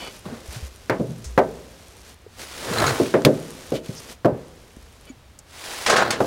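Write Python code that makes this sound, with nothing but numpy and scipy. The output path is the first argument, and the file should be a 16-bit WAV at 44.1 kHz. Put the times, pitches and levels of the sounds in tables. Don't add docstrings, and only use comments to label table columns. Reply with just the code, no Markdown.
import sys
import numpy as np
from scipy import signal
from scipy.fft import rfft, irfft
from scipy.io import wavfile
from scipy.ndimage import uniform_filter1d

SR = 44100
rng = np.random.default_rng(int(sys.argv[2]) if len(sys.argv) > 2 else 0)


def inscribe(sig):
    pcm = np.round(np.clip(np.atleast_2d(sig).T, -1, 1) * 32767)
    wavfile.write(sys.argv[1], SR, pcm.astype(np.int16))


N = 276066
TIME = np.arange(N) / SR

# frequency in Hz, filter gain in dB.
AIR_SPECTRUM = [(25, 1), (60, 19), (200, 0), (500, -1.5), (900, -5), (4000, -12), (15000, -26)]
# frequency in Hz, filter gain in dB.
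CLOTH_SPECTRUM = [(100, -24), (600, -3.5), (6000, -6), (12000, -14.5), (16000, -24)]
COAT_SPECTRUM = [(100, -12), (600, -1), (4800, -4), (7000, -8), (10500, -10.5), (12000, -17.5),
                 (16000, -18)]
# start in seconds, length in seconds, relative level in dB.
RUSTLES = [(0, 0.075, -46), (0.09, 0.086, -49), (0.46, .21, -47.5), (0.53, 0.035, -42.5),
           (2.058, 0.071, -51.5), (2.399, 0.04, -40), (3.249, 0.46, -47), (3.741, 0.027, -41.5),
           (3.851, 0.22, -47), (4.092, 0.03, -42), (4.373, 0.73, -59.5), (6.212, 0.052, -41)]
STROKE_EDGE_S = 0.017
STEPPING_END_S, STEPPING_DB = 2.1, -54
RESTING_DB = -69.5

# start in seconds, length in seconds, level in dB.
SCUFFS = [(0, 0.082, -37.5), (3.755, 0.017, -41.5), (5.08, 0.012, -52)]
# frequency in Hz, width of one pass in Hz, gain of one pass in dB.
SOLE_RESONANCES = [(1140, 1700, 6.5), (2300, 450, 5), (2970, 140, 9), (3350, 75, 5), (4400, 150, 6)]

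# start, rise, hold and release in seconds,
# then relative peak levels of coat, mesh rattle, deck rumble and ramp sag in dB.
SURGES = [(0.208, 0.052, 0.1, 0.33, -52, -50.5, -39.5, -67),
          (2.261, 0.55, 0.077, 0.44, -31.5, -23, -23.5, -26), (5.436, 0.27, .2, .15, -35, -44, -54, -66),
          (5.837, 0.056, 0.11, 0.29, -51, -16, -23.5, -50),
          (5.99, 0.029, 0.11, 0.46, -50, -28.5, -28.5, -42)]
COAT_POWER, RATTLE_POWER, RUMBLE_POWER, SAG_POWER = 1.44, 6.6, 4.3, 8.2
# frequency in Hz, filter gain in dB.
RATTLE_SPECTRUM = [(40, -51), (200, -4), (500, 15), (1050, 8.5), (1650, 5), (2200, -4), (3000, -17.5),
                   (4200, -4), (7000, -29), (11000, -26), (16000, -73)]
RUMBLE_SPECTRUM = [(40, -36), (160, -5), (230, 0.5), (300, -1.5), (380, -0.5), (520, 4), (700, -16),
                   (1300, -19), (4000, -44)]
SAG_SPECTRUM = [(30, -71), (60, 6.5), (115, 20), (220, 11), (400, -34.5)]
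# frequency in Hz, gain in dB.
MESH_RESONANCES = [(1032, 19.5), (1075, 13.5), (1154, 10), (1261, 19), (1334, 19), (1416, 20), (1567, 19),
                   (1700, 18), (3289, 1), (4781, 5), (6935, 2)]
MESH_WIDTH_HZ = 9.2
STIR_DB, STIR_FADE_DB_PER_S, FOOTING_DB = -27, 49.5, -3.5

# start in seconds, relative levels of body, thump, clack and crack in dB,
# t60 of the fast ring in seconds, centre of the body in Hz.
KNOCKS = [(0.255, -40, -26.5, -37.5, -52, 1, 397), (0.897, -15.5, -19.5, -20.5, -34, 0.57, 535),
          (0.997, -15.5, -17, -38, -53, 0.27, 415), (1.091, -30.5, -19, -55, -66, 0.97, 312),
          (1.377, -11, -19.5, -21, -35, 0.15, 718), (1.387, -9, -22.5, -25.5, -38, 0.25, 650),
          (2.999, -9, -17.5, -29, -45, 0.15, 413), (3.140, -8, -21, -21.5, -41, 0.38, 443),
          (3.249, -11, -14, -22, -16, 0.23, 376), (3.264, -7, -15.5, -27, -53, 0.033, 422),
          (3.285, -10.5, -33, -41, -56, 0.085, 420), (3.720, -15, -25, -38, -43, 0.2, 474),
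          (3.888, -29, -25, -55, -67, 0.06, 302), (4.247, -13.5, -15, -24, -43.5, 0.28, 580),
          (4.255, -10, -21, -29, -41, 0.12, 560), (6.204, -10, -21, -24, -40, 0.23, 544)]
# frequency in Hz, relative level in dB, t60 in seconds.
FRAME_MODES = [(160.6, -7.5, 0.86), (226.4, 1.5, 0.37), (270.2, -3, 0.42), (349.4, -2.5, 0.31),
               (386.5, 0, 0.31), (456, -4, 0.42), (525.3, 2, 0.23), (593, 3.5, 0.18), (653, -2, 0.3),
               (824, 5, 0.32), (1537, 7.5, 0.24), (1790, -10, 0.55)]
OFF_CENTRE_DB_PER_OCTAVE = 6
CLACK_MODES_HZ = 800
# frequency in Hz, t60 in seconds.
PLANK_T60 = [(80, 1), (450, 0.84), (900, 0.41), (2000, 0.26), (15000, .06)]
DULL_TOP_HZ, DULL_CLACK_DB, TOP_HZ_PER_DB = 1153, -26.5, 154

# start in seconds, settled pitch in Hz, level in dB, t60 in seconds.
THUDS = [(0.323, 229, -28, 0.19), (0.485, 56.6, -25.5, 0.16), (0.562, 110, -23.5, 0.13),
         (0.626, 61, -24, 0.25), (1.259, 58, -27, 0.7), (2.264, 417, -23, 0.022), (2.708, 171, -16, 0.066),
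         (3.261, 143, -18.5, 0.3), (4.323, 117, -15, 0.076), (4.769, 218, -13, 0.0084),
         (5.1, 250, -25.5, 0.063)]
# start in seconds, relative middle level in dB, relative treble level in dB, nominal t60 in seconds.
CLICKS = [(1.107, -60, -53, 0.011), (1.243, -47.5, -34.5, 0.28), (2.017, -66, -56, 0.0074),
          (3.058, -37, -59, .03), (3.22, -44, -48, 0.0094), (5.389, -72, -42.5, 0.037),
          (5.863, -17, -21, 0.28), (5.898, -19.5, -17.5, 0.42), (5.963, -18, -21, 0.51),
          (6.106, -25, -23, 0.091), (6.124, -27, -32.5, 0.27)]
# start in seconds, relative level in dB, t60 of the slip in seconds.
PLUCKS = [(2.736, -26.5, .02), (2.784, -22.5, 0.035), (2.801, -22, 0.02), (2.866, -18, 0.084),
          (2.892, -23.5, 0.045)]
# frequency in Hz, width in Hz, gain in dB.
WIRE_RESONANCES = [(1700, 1200, 1.5), (4060, 110, 8), (4300, 64, 4.5), (6570, 180, 1)]
# start in seconds, length in seconds, pitch in Hz, width of one pass in Hz, level in dB.
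SQUEAKS = [(3.736, 0.056, 3500, 1500, -39), (3.941, 0.076, 5500, 2010, -41), (5.068, .055, 2320, 110, -54),
           (5.085, .036, 6790, 200, -51.5)]


def amp(db):
    return 10 ** (np.asarray(db) / 20)


def unit(x):
    return x / np.sqrt(np.mean(x ** 2) + 1e-20)


def read(points, hz):
    f, value = np.transpose(points)
    return np.interp(np.log(hz + 1), np.log(f + 1), value)


def add(mix, s, sound):
    part = mix[max(round(s * SR), 0):][:len(sound)]
    part += sound[:len(part)]


def colour(x, points, size=4096):
    log_gain = np.log(amp(read(points, abs(np.fft.fftfreq(size, 1 / SR)))))
    response = np.exp(np.conj(signal.hilbert(log_gain)))
    taps = np.fft.ifft(response).real[:size // 2]
    return signal.oaconvolve(x, taps)[:len(x)]


def resonate(x, peaks):
    out = np.zeros(len(x))
    for hz, width, db in peaks:
        b, a = signal.iirpeak(hz, hz / max(width, 5), SR)
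        out += amp(db) * signal.lfilter(b, a, x)
    return out


def grains(per_s, spread_db):
    size = amp(spread_db * np.minimum(rng.exponential(1, N), 4))
    sign = rng.choice([-1, 1], N)
    return unit(size * sign * (rng.random(N) < per_s / SR))


def burst(envelope):
    x = rng.standard_normal(len(envelope)) * envelope
    return x / np.linalg.norm(x)


def damp(x, t60_points):
    f, s, z = signal.stft(x, SR, nperseg=128)
    decay = amp(-60 * s / read(t60_points, f)[:, None])
    return signal.istft(z * decay, SR)[1][:len(x)]


def strokes(rows):
    energy = np.zeros(N)
    for start, length, db in rows:
        outside = np.maximum(start - TIME, 0) + np.maximum(TIME - start - length, 0)
        energy += (amp(db) * np.exp(-outside / STROKE_EDGE_S)) ** 2
    return np.sqrt(energy)


def open_air(db=-49.5):
    return amp(db) * unit(colour(rng.standard_normal(N), AIR_SPECTRUM))


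def clothes():
    stepping = (0.0061, STEPPING_END_S, STEPPING_DB)
    return np.hypot(amp(RESTING_DB), strokes([stepping] + RUSTLES))


def slide(coat, db=1.5, flutter_db=0.9):
    tugs = unit(colour(rng.standard_normal(N), [(20, 0), (80, -2), (250, -25), (1000, -70)]))
    hairs = unit(colour(grains(per_s=9000, spread_db=2.0), COAT_SPECTRUM))
    cloth = unit(colour(grains(per_s=10000, spread_db=3.5), CLOTH_SPECTRUM))
    return amp(db + flutter_db * tugs) * (coat * hairs + clothes() * cloth)


def crinkle(db=-8):
    folds = grains(per_s=50, spread_db=3.5)
    t = np.arange(SR // 200) / SR
    tick = burst(amp(-60 * t / .005))
    ticks = signal.oaconvolve(folds, tick)[:N]
    return amp(db) * clothes() * unit(colour(ticks, CLOTH_SPECTRUM))


def scuff():
    rub = grains(per_s=5000, spread_db=1.5)
    singing = resonate(resonate(rub, SOLE_RESONANCES), SOLE_RESONANCES)
    return strokes(SCUFFS) * unit(singing)


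def stir():
    energy = FOOTING_GAIN = amp(FOOTING_DB) ** 2 * (clothes() ** 2 + strokes(SCUFFS) ** 2)
    for s, body_db, *_ in KNOCKS:
        fading = amp(body_db + STIR_DB - STIR_FADE_DB_PER_S * abs(TIME - s))
        energy = energy + (TIME > s) * fading ** 2
    return np.sqrt(energy)


def surges():
    energy = np.zeros((4, N))
    powers = COAT_POWER, RATTLE_POWER, RUMBLE_POWER, SAG_POWER
    for start, rise, hold, release, *peaks in SURGES:
        corners = start + np.cumsum([0, rise, hold, release])
        speed = np.interp(TIME, corners, [0, 1, 1, 0])
        energy += [(amp(db) * speed ** power) ** 2 for db, power in zip(peaks, powers)]
    return np.sqrt(energy)


def drag(rattle, rumble, sag, wire_db=-5, frame_db=-5, grit_db=-13, spurt=1.1, judder_db=1.45):
    rumble = np.hypot(rumble, stir())
    slips = grains(per_s=2200, spread_db=2.5)

    spurt_decay = np.exp(-1 / (.003 * SR))
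    snags = signal.lfilter([1], [1, -spurt_decay], rng.random(N) < 70 / SR)
    spurts = slips * (1 + spurt * snags)

    mesh_peaks = [(hz, MESH_WIDTH_HZ, db) for hz, db in MESH_RESONANCES]
    ringing_wires = unit(resonate(spurts, mesh_peaks))
    wires = unit(unit(colour(spurts, RATTLE_SPECTRUM)) + amp(wire_db) * ringing_wires)

    frame_peaks = [(hz, 3 / t60, db) for hz, db, t60 in FRAME_MODES if hz < CLACK_MODES_HZ]
    frame = unit(resonate(slips, frame_peaks))
    deck = unit(unit(colour(slips, RUMBLE_SPECTRUM)) + amp(frame_db) * frame)

    grit = amp(grit_db) * unit(colour(slips * snags, COAT_SPECTRUM))
    ramp = unit(colour(slips, SAG_SPECTRUM)) + grit

    jerks = unit(colour(rng.standard_normal(N), [(10, -12), (35, 0), (70, -12), (300, -70)]))
    judder = unit(amp(judder_db * jerks))
    return sag * ramp + rumble * deck + rattle * judder * wires


def plate(envelope, count=3):
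    x = burst(envelope)
    for _ in range(count):
        x = irfft(np.exp(1j * np.angle(rfft(x))), len(x))
        local_rms = np.sqrt(abs(uniform_filter1d(x ** 2, size=129)) + 1e-14)
        x *= envelope / local_rms
    return x / np.linalg.norm(x)


def frame_ring(t, body_db, clack_db, hz):
    ring = np.zeros(len(t))
    for pitch, db, t60 in FRAME_MODES:
        drive_db = clack_db if pitch > CLACK_MODES_HZ else body_db
        off_centre_db = OFF_CENTRE_DB_PER_OCTAVE * abs(np.log2(pitch / hz))
        decay = amp(db + drive_db - off_centre_db - 60 * t / t60)
        ring += decay * np.sin(2 * np.pi * (pitch * t + rng.random()))
    return ring * (1 - np.exp(-t / 0.0014))


def knock(body_db, thump_db, clack_db, crack_db, t60, hz, top_hz,
          tail_db=-6, modes_db=-11, dwell=0.0112, strike=0.23):
    t = np.arange(SR) / SR
    contact = 1 - np.exp(-t / (.00012 * amp(body_db - clack_db)))

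    planks = amp(-60 * np.maximum(t - dwell, 0) / max(t60, .02)) + amp(-60 * t / 0.015)
    blow = damp(plate(contact * planks), [(500, 0.65), (1500, 0.18), (4000, 0.28)])
    blow[0] += strike
    tail = damp(plate(contact * amp(-60 * t / 1.36)), PLANK_T60)

    low = [(30, thump_db - 50), (120, thump_db + 6.0), (230, thump_db),
           (0.642 * hz, body_db), (1.25 * hz, body_db - 3.0)]
    high = [(min(1.9 * hz, .9 * top_hz), clack_db), (top_hz, clack_db - 3),
            (1.5 * top_hz, clack_db - 19), (16000, clack_db - 60)]
    boards = colour(blow + amp(tail_db) * tail, low + high)

    snap = burst(contact * (amp(-60 * t / .028) + amp(-15 - 60 * t / .1)))
    crack = colour(snap, [(500, 0.0), (3500, -1.0), (9000, -13.0), (12000, -15.5), (16000, -20.0)])
    ring = frame_ring(t, body_db, clack_db, hz)
    return amp(45.0) * boards + amp(crack_db + 37) * crack + amp(modes_db) * ring


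def knocks():
    out = np.zeros(N)
    for s, body_db, thump_db, clack_db, crack_db, t60, hz in KNOCKS:
        top_hz = DULL_TOP_HZ + TOP_HZ_PER_DB * max(clack_db - DULL_CLACK_DB, 0)
        add(out, s, knock(body_db, thump_db, clack_db, crack_db, t60, hz, top_hz))
    return out


def thuds(rise=0.0026, bend_hz=18, settle=0.026):
    out, t = np.zeros(N), np.arange(SR // 2) / SR
    for s, hz, db, t60 in THUDS:
        turns = np.cumsum(hz + bend_hz * np.exp(-t / settle)) / SR
        swell = 1 - np.exp(-t / rise)
        add(out, s, amp(db - 60 * t / t60) * swell * np.sin(2 * np.pi * turns))
    return out


def clicks(after_db=-18):
    out, t = np.zeros(N), np.arange(SR // 2) / SR
    for s, middle_db, treble_db, t60 in CLICKS:
        life = max(t60, .008)
        snap = burst(amp(-60 * t / life) + amp(after_db - 60 * t / (2 * life)))
        shape = [(100, middle_db - 14.0), (1600, middle_db + 3.5), (3000, middle_db - 0.5),
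                 (6500, treble_db), (10500, treble_db - 10.5), (13000, treble_db - 21)]
        damped = damp(snap, [(3000, 0.83), (12000, 0.15)])
        add(out, s, amp(37) * colour(damped, shape))
    return out


def plucks():
    out, t = np.zeros(N), np.arange(SR // 4) / SR
    for s, db, t60 in PLUCKS:
        slip = burst(amp(-60 * t / max(t60, .005)))
        add(out, s, amp(db + 30.5) * resonate(slip, WIRE_RESONANCES))
    return out


def squeaks():
    out = np.zeros(N)
    for s, length, hz, width, db in SQUEAKS:
        swell = np.hanning(round(length * SR))
        peak = [(hz, width, 0)]
        tone = resonate(resonate(rng.standard_normal(len(swell)), peak), peak)
        add(out, s, amp(db) * swell * unit(tone))
    return out


def scene():
    coat, rattle, rumble, sag = surges()
    mono = open_air() + slide(coat) + crinkle() + scuff()
    mono += drag(rattle, rumble, sag) + knocks() + thuds()
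    mono += clicks() + plucks() + squeaks()
    return np.array([mono, mono])


def record(dry, edge_hz=15950):
    rounded = dry / (1 + dry ** 6) ** (1 / 6)
    lowpass = signal.firwin(511, edge_hz, window=("kaiser", 9), fs=SR)
    return signal.oaconvolve(rounded, lowpass[None], "same")


dry = scene()
out = record(dry)
inscribe(out)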